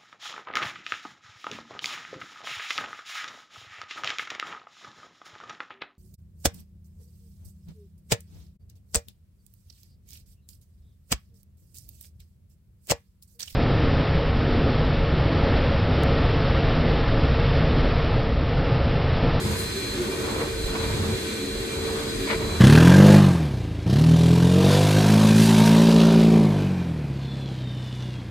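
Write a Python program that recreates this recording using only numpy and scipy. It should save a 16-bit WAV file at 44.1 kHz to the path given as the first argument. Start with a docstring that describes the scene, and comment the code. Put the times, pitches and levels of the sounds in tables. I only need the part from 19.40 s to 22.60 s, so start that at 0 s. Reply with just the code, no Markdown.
"""Carpet cleaning machine in a small room

A motor hums and whines high up and its fan whines, as tones of wandering pitch; the hose drones and hoots
and the slot hisses, sizzles and squeals, as shaped noise and tones. The head rubs and scrapes over the pile
as noise with fibre flicks, judders by stick-slip, rumbles, and thuds as damped sines where it jumps."""
import sys
import numpy as np
from scipy.fft import rfft, irfft
from scipy.io import wavfile

SR = 44100
rng = np.random.default_rng(int(sys.argv[2]) if len(sys.argv) > 2 else 0)


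def dump_mix(stems):
    """Bounce the given channels to the path in sys.argv[1] as a 16-bit WAV at rate SR."""
    frames = np.atleast_2d(stems).T  # one column per channel
    limited = np.clip(frames, -1, 1)  # hard clip at full scale
    pcm = np.round(limited * 32767).astype(np.int16)
    wavfile.write(sys.argv[1], SR, pcm)


N = 141120
TIME = np.arange(N) / SR
FREQS = np.maximum(np.arange(N // 2 + 1) * SR / N, 1)

# left-right correlation of rub and scrape: (frequency [Hz], correlation [-1..1])
HEAD_LIKENESS = [(400, 1), (1000, 0.5), (2500, 0.052), (8000, .1)]
HEAD_LAG_S = 0.00015  # right after left


def from_db(db):
    """Decibels to gain."""
    return 10 ** (np.asarray(db) / 20)


def rms_one(x):
    """Scale to unit rms."""
    return x / np.sqrt(np.mean(x ** 2) + 1e-20)


def in_time(rows):
    """Interpolate a control curve at every sample."""
    return np.interp(TIME, *np.transpose(rows))


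def at_hz(points):
    """Interpolate a spectrum over log frequency."""
    hz, value = np.transpose(points)
    return np.interp(np.log(FREQS), np.log(hz), value)


def running_phase(hz):
    """Integrate a frequency curve to radians."""
    return 2 * np.pi * np.cumsum(hz) / SR


def drift(rate_hz):
    """Low-passed noise of unit rms, for slow chance changes."""
    return rms_one(irfft(rfft(rng.standard_normal(N)) / (1 + (FREQS / rate_hz) ** 2), N))


def swell(centre_s, width_s):
    """Bell-shaped envelope; width is one standard deviation."""
    return np.exp(-.5 * ((TIME - centre_s) / width_s) ** 2)


def colour(pair, spectrum, peaks=(), likeness=None, lag_s=0):
    """Two unrelated excitations become one stereo sound with a spectrum and resonances; rms 1."""
    # left-right correlation by default: (frequency [Hz], correlation [-1..1])
    room_likeness = [(40, .99), (120, .96), (200, .92), (330, .72), (600, .5), (1500, 0), (4200, 0),
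                     (7000, 0.26), (9000, -0.12), (10300, 0.7), (11800, -.5), (13400, .5)]
    # left minus right: (frequency [Hz], level [dB])
    balance = [(300, -1), (420, 1), (520, -4), (900, -1), (1500, 0.4), (2800, 0.1), (4200, 1), (6500, -1.5),
               (8200, -2.5), (10500, 0)]
    db = at_hz(spectrum)
    for hz, width_hz, lift_db in peaks:
        db = db + lift_db / (1 + (2 * (FREQS - hz) / width_hz) ** 2)
    alike = np.clip(at_hz(room_likeness if likeness is None else likeness), -.999, .999)
    mid, side = rfft(pair) * np.sqrt([1 + alike, 1 - alike])
    right_delay = np.exp(-2j * np.pi * FREQS * lag_s)
    ears = np.array([mid + side, (mid - side) * right_delay])
    ear_db = db + at_hz(balance) * [[.5], [-.5]]
    return rms_one(irfft(ears * from_db(ear_db), N))


def air():
    """Smooth turbulence: independent white noise in each channel."""
    return rng.standard_normal((2, N))


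def air_in_room(share, count=24, echo_span_s=.02):
    """Turbulence of which a power share comes from one spot by separate reflections to each microphone."""
    source = rfft(rng.standard_normal(N))
    ears = []
    for _ in range(2):
        echoes = np.zeros(N)
        late, strength = rng.random(count), rng.standard_normal(count)
        np.add.at(echoes, (late * echo_span_s * SR).astype(int), strength * np.exp(-late))
        ears.append(rms_one(irfft(source * rfft(echoes), N)))
    return np.sqrt(share) * np.array(ears) + np.sqrt(1 - share) * air()


def flicks(spread_db):
    """Dense little clicks of carpet fibres and droplets, over smooth friction."""
    flicks_per_s, power_share = 2500, 0.68
    sizes = from_db(spread_db * np.minimum(rng.exponential(1, N), 4))
    struck = rng.random(N) < flicks_per_s / SR
    clicks = rms_one(sizes * struck * rng.choice([-1, 1], (2, N)))
    return np.sqrt(power_share) * clicks + np.sqrt(1 - power_share) * air()


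def tone(phase, scatter, rate_hz, lead=0):
    """A tone whose reflections waver independently at each microphone; rms 1."""
    echoes = np.array([drift(rate_hz) + 1j * drift(rate_hz) for _ in range(2)])
    direct = np.exp(1j * lead * np.array([[.5], [-.5]]))
    return rms_one(np.real((direct + scatter * echoes) * np.exp(1j * phase)))


def motor_hum():
    """The motor shaft sounds a tone wavering in pitch and level."""
    # (time [s], level [dB])
    hum_levels = [(0, -36.5), (.17, -38.5), (.31, -48.5), (.75, -39.5), (.88, -34), (.98, -41), (1.2, -37),
                  (1.5, -34), (1.93, -39), (2.25, -38), (2.54, -30), (2.7, -39.5), (2.8, -36.5),
                  (3.02, -33), (3.2, -42)]
    # shaft rate: (time [s], frequency [Hz])
    hum_pitch = [(0, 450), (.45, 452.3), (1.4, 448.2), (2.0, 449.3), (3.2, 447)]
    wander_hz, flutter_db = 1.39, 0.87
    shaft = running_phase(in_time(hum_pitch) + wander_hz * drift(9.7))
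    level_db = in_time(hum_levels) + flutter_db * drift(5.7)
    return from_db(level_db) * tone(shaft, scatter=0.19, rate_hz=8.9)


def fan_whine():
    """The fan whines, sagging under load, with an upper whine at a fixed ratio to its pitch."""
    # (time [s], level [dB])
    whine_levels = [(0, -42.5), (.12, -45.5), (.22, -39.5), (.53, -37.5), (.6, -50), (.8, -44), (1.05, -43),
                    (1.13, -51), (1.19, -41), (1.31, -39.5), (1.36, -47), (1.41, -38), (1.48, -43.5),
                    (2.12, -41.5), (2.3, -44.5), (2.45, -39.5), (2.56, -43), (2.7, -39.5), (3.0, -49),
                    (3.06, -38.5), (3.2, -42)]
    # the phase between the ears wanders as the listener moves: (time [s], left lead [rad])
    whine_lead = [(0, 3), (.12, 2.9), (.25, 1.1), (.5, 1.3), (.6, 0), (.8, 2.5), (.9, .6), (1.0, 2.8),
                  (1.05, .6), (1.15, 1.7), (1.41, 1.4), (1.55, 2.7), (1.76, 2.8), (1.9, .7), (2.1, 2.2),
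                  (2.28, 1.4), (2.36, 2.5), (2.45, 1.9), (2.58, 2.8), (2.78, 2.7), (2.92, .7), (3.2, .6)]
    # (time [s], frequency [Hz])
    whine_pitch = [(0, 4090), (.5, 4091), (.9, 4065), (1.25, 4060), (1.5, 4042), (2.0, 4068), (2.5, 4040),
                   (3.2, 4022)]
    # upper whine: (time [s], level [dB])
    upper_levels = [(0, -47.5), (.9, -56), (1.4, -50), (2.1, -62), (2.7, -44.5), (3.2, -56)]
    wander_hz, upper_ratio = 4, 1.219
    fan = running_phase(in_time(whine_pitch) + wander_hz * drift(43))
    whine = from_db(in_time(whine_levels)) * tone(fan, scatter=.25, rate_hz=28, lead=in_time(whine_lead))
    upper = from_db(in_time(upper_levels)) * tone(upper_ratio * fan, scatter=0.99, rate_hz=19)
    return whine + upper


def high_whines():
    """Two faint high motor whines of warbling pitch."""
    # (frequency [Hz], level [dB])
    high_whine_rows = [(7620, -57.5), (8120, -54)]
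    warbles_per_s, warble_depth_hz = 5.9, 85
    out = 0
    for hz, db in high_whine_rows:
        warble = np.sin(running_phase(warbles_per_s * (1 + 0.32 * drift(5.03))))
        phase = running_phase(hz + warble_depth_hz * warble)
        out = out + from_db(db) * tone(phase, scatter=1.9, rate_hz=30)
    return out


def hose_drone():
    """Turbulence in the hose excites its low resonances."""
    # relative density: (frequency [Hz], level [dB per Hz])
    drone_spectrum = [(10, -50), (30, -18), (60, -1), (110, 1.5), (180, -5.5), (245, -5.5), (310, -2.5),
                      (400, -5.5), (480, -6.5), (570, -8), (700, -16.5), (1200, -39), (8000, -90)]
    # resonances: (frequency [Hz], width [Hz], lift [dB])
    drone_peaks = [(204.8, 5, 11), (220.8, 22.4, 10.8), (274, 6.2, 10.2), (298.4, 14.5, 5.3),
                   (369.6, 44, 11.2), (394.6, 14.6, 4.8)]
    # (time [s], level [dB])
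    drone_levels = [(0, -33.5), (.17, -33.5), (.3, -35), (.54, -32.5), (.61, -30), (.7, -30), (.8, -30),
                    (.9, -30.5), (1.2, -33), (1.65, -31), (1.95, -33), (2.5, -32), (3.05, -31), (3.2, -36)]
    return from_db(in_time(drone_levels)) * colour(air(), drone_spectrum, drone_peaks)


def nozzle_hiss():
    """Turbulence in the nozzle slot, partly echoed by the room, excites resonances."""
    # relative density: (frequency [Hz], level [dB per Hz])
    hiss_spectrum = [(300, -23), (700, -9.5), (1000, 3.5), (2000, 3.5), (2800, 0), (4200, 4.5),
                     (5000, -1.5), (5750, -4.5), (6600, -2), (7800, -5), (8800, -7), (10400, -5),
                     (11700, -17.5), (13200, -6), (14500, -18.5)]
    # resonances: (frequency [Hz], width [Hz], lift [dB])
    hiss_peaks = [(781, 27, 9.2), (1000, 14, 2.7), (1519, 39, 10.3), (1695, 9.5, 4.2), (1883, 24, 6.8),
                  (2136, 27, 6.1), (2374, 25, 10.5), (2722, 56, 4.6), (3290, 45, 8.9), (3470, 30, 2.9),
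                  (3590, 35, 3.7), (4460, 35, 0.98), (4400, 18, 1.5), (4960, 65, 2.7), (7500, 150, 5.9),
                  (8056, 330, 9.4)]
    # (time [s], level [dB])
    hiss_levels = [(0, -35), (.3, -34), (.55, -34.5), (1.0, -35), (1.2, -36), (1.45, -34), (1.95, -34.5),
                   (2.2, -36), (2.8, -35), (2.95, -36), (3.2, -35)]
    level_db = in_time(hiss_levels) + .5 * drift(5)
    return from_db(level_db) * colour(air_in_room(share=0.51), hiss_spectrum, hiss_peaks)


def water_sizzle():
    """Drawn-up water sizzles as dense fine clicks with a fluttering level."""
    # (time [s], level [dB])
    sizzle_levels = [(0, -59), (.18, -51), (.29, -51), (.42, -58), (.6, -54), (3.2, -66)]
    # relative density: (frequency [Hz], level [dB per Hz])
    sizzle_spectrum = [(4000, -14), (8500, 6), (13500, 2), (15000, -12)]
    level_db = in_time(sizzle_levels) + 6.1 * drift(8.3)
    return from_db(level_db) * colour(flicks(spread_db=-3), sizzle_spectrum)


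def hose_hoots():
    """Surges of air make one resonance of the hose sound for a moment."""
    # (centre [s], half-width [s], frequency [Hz], level [dB])
    hoot_rows = [(.07, .06, 210, -34), (.38, .025, 390, -33), (.612, .022, 358, -28),
                 (.885, .016, 452, -31), (1.027, .012, 465, -29.5), (1.66, .06, 217, -34),
                 (2.07, .05, 279, -34), (2.87, .05, 279, -34)]
    out = 0
    for centre_s, width_s, hz, db in hoot_rows:
        hoot = tone(2 * np.pi * hz * TIME, scatter=0.11, rate_hz=75)
        out = out + from_db(db) * swell(centre_s, width_s) * hoot
    return out


def slot_squeal():
    """The slot squeals once, falling in pitch, as the head is pushed."""
    centre_s, width_s, level_db = 1.445, .035, -45
    centre_hz, fall_hz_per_s = 3900, 1200
    glide = running_phase(centre_hz - fall_hz_per_s * (TIME - centre_s))
    return from_db(level_db) * swell(centre_s, width_s) * tone(glide, scatter=0.92, rate_hz=90)


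def head_rub():
    """Friction and fibre flicks sound unevenly as the head crosses the pile."""
    # (time [s], level [dB])
    rub_levels = [(0, -42.5), (.11, -36), (.35, -51.5), (.68, -39), (.78, -41), (.9, -33), (.97, -36),
                  (1.04, -32.5), (1.09, -42.5), (1.2, -47), (1.36, -34.5), (1.47, -35.5), (1.56, -40),
                  (1.7, -37), (1.87, -58), (2.22, -48.5), (2.6, -35.5), (2.8, -57), (3.02, -36.5),
                  (3.07, -40), (3.13, -34), (3.2, -41)]
    # relative density: (frequency [Hz], level [dB per Hz])
    rub_spectrum = [(200, -27), (450, 6.5), (560, 3.5), (720, -3), (1000, 2.5), (1500, -4), (2200, -15),
                    (3500, -22.5), (7000, -37), (14000, -44)]
    level_db = in_time(rub_levels) + 1.5 * drift(28)
    rub = colour(flicks(spread_db=1.0), rub_spectrum, likeness=HEAD_LIKENESS, lag_s=HEAD_LAG_S)
    return from_db(level_db) * rub


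def head_scrapes():
    """Short bursts of resonant friction where the head catches on the pile or turns."""
    # (centre [s], half-width [s], level [dB])
    catch_rows = [(.85, .01, -37), (1.015, .016, -31.5), (1.36, .008, -33.5), (1.445, .014, -36),
                  (1.535, .012, -38), (2.915, .027, -26), (3.025, .018, -37)]
    # relative density: (frequency [Hz], level [dB per Hz])
    scrape_spectrum = [(100, -30), (300, -27), (560, 8), (780, -2), (1400, 3), (2300, 2), (3000, -4.5),
                       (4300, -6), (5200, -16), (12000, -32)]
    # resonances: (frequency [Hz], width [Hz], lift [dB])
    scrape_peaks = [(974, 74, 12), (1990, 100, 6.7), (2240, 100, 7.5)]
    catches = sum(from_db(db) * swell(centre_s, width_s) for centre_s, width_s, db in catch_rows)
    friction = flicks(spread_db=4.0)
    return catches * colour(friction, scrape_spectrum, scrape_peaks, HEAD_LIKENESS, HEAD_LAG_S)


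def head_judder():
    """Stick-slip: the lip catches and lets go at a wandering rate, over irregular knocking."""
    # (time [s], level [dB])
    judder_levels = [(0, -34), (.05, -26), (.09, -27.5), (.17, -29.5), (.25, -35.5), (.5, -42.5), (.8, -40),
                     (1.15, -39), (1.4, -34.5), (1.6, -27), (1.7, -30.5), (1.755, -30), (1.79, -40),
                     (2.1, -54), (2.4, -35.5), (2.55, -45), (2.87, -44), (2.96, -31), (3.2, -31.5)]
    # irregular knocking, relative density: (frequency [Hz], level [dB per Hz])
    judder_spectrum = [(15, -45), (30, -51), (60, -6.5), (85, 0.5), (100, -3), (120, -9.5), (160, -7.5),
                       (300, -27.5), (1000, -68), (8000, -120)]
    rate_hz, wander_hz, regular_power_share = 94, 12.1, 0.17
    phase = running_phase(rate_hz + wander_hz * drift(24.0))
    regular = np.sqrt(2 * regular_power_share) * np.sin(phase)
    knocking = np.sqrt(1 - regular_power_share) * colour(air(), judder_spectrum)
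    return from_db(in_time(judder_levels)) * (regular + knocking)


def head_bumps():
    """Where the head jumps, the floor answers with a short damped thud."""
    # (start [s], frequency [Hz], level before attack and decay [dB])
    bump_rows = [(.04, 105, -22), (.165, 95, -22), (1.24, 48, -21), (1.578, 98, -19.5), (1.652, 85, -20),
                 (1.73, 92, -19)]
    t60_s, attack_s = .24, .005
    out = 0
    for start_s, hz, db in bump_rows:
        age_s = np.maximum(TIME - start_s, 0)
        envelope = from_db(db - 60 * age_s / t60_s) * (1 - np.exp(-age_s / attack_s))
        out = out + envelope * np.sin(2 * np.pi * hz * age_s)
    return out


def wand_rumble():
    """The moving wand shakes the floor: deep shaped noise."""
    # (time [s], level [dB])
    rumble_levels = [(0, -43), (.6, -46.5), (1.17, -42), (1.255, -25.5), (1.4, -38.5), (1.7, -42),
                     (1.95, -66), (2.08, -46), (2.15, -35), (2.25, -39.5), (2.55, -46), (2.7, -43),
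                     (2.79, -35), (2.87, -46), (2.95, -37), (3.2, -35)]
    # relative density: (frequency [Hz], level [dB per Hz])
    rumble_spectrum = [(5, -50), (15, -28), (28, -8), (42, 11), (55, 4.5), (75, -5), (130, -39), (600, -70),
                       (8000, -120)]
    return from_db(in_time(rumble_levels)) * colour(air(), rumble_spectrum)


def scene():
    """Sum machine, airflow and wand."""
    machine = motor_hum() + fan_whine() + high_whines()
    airflow = hose_drone() + nozzle_hiss() + water_sizzle() + hose_hoots() + slot_squeal()
    wand = head_rub() + head_scrapes() + head_judder() + head_bumps() + wand_rumble()
    return machine + airflow + wand


def record(dry):
    """Cut the top steeply, 3 dB down at the cutoff."""
    cutoff_hz = 14600
    return irfft(rfft(dry) / np.sqrt(1 + (FREQS / cutoff_hz) ** 200), N)


dry = scene()
out = record(dry)
dump_mix(out)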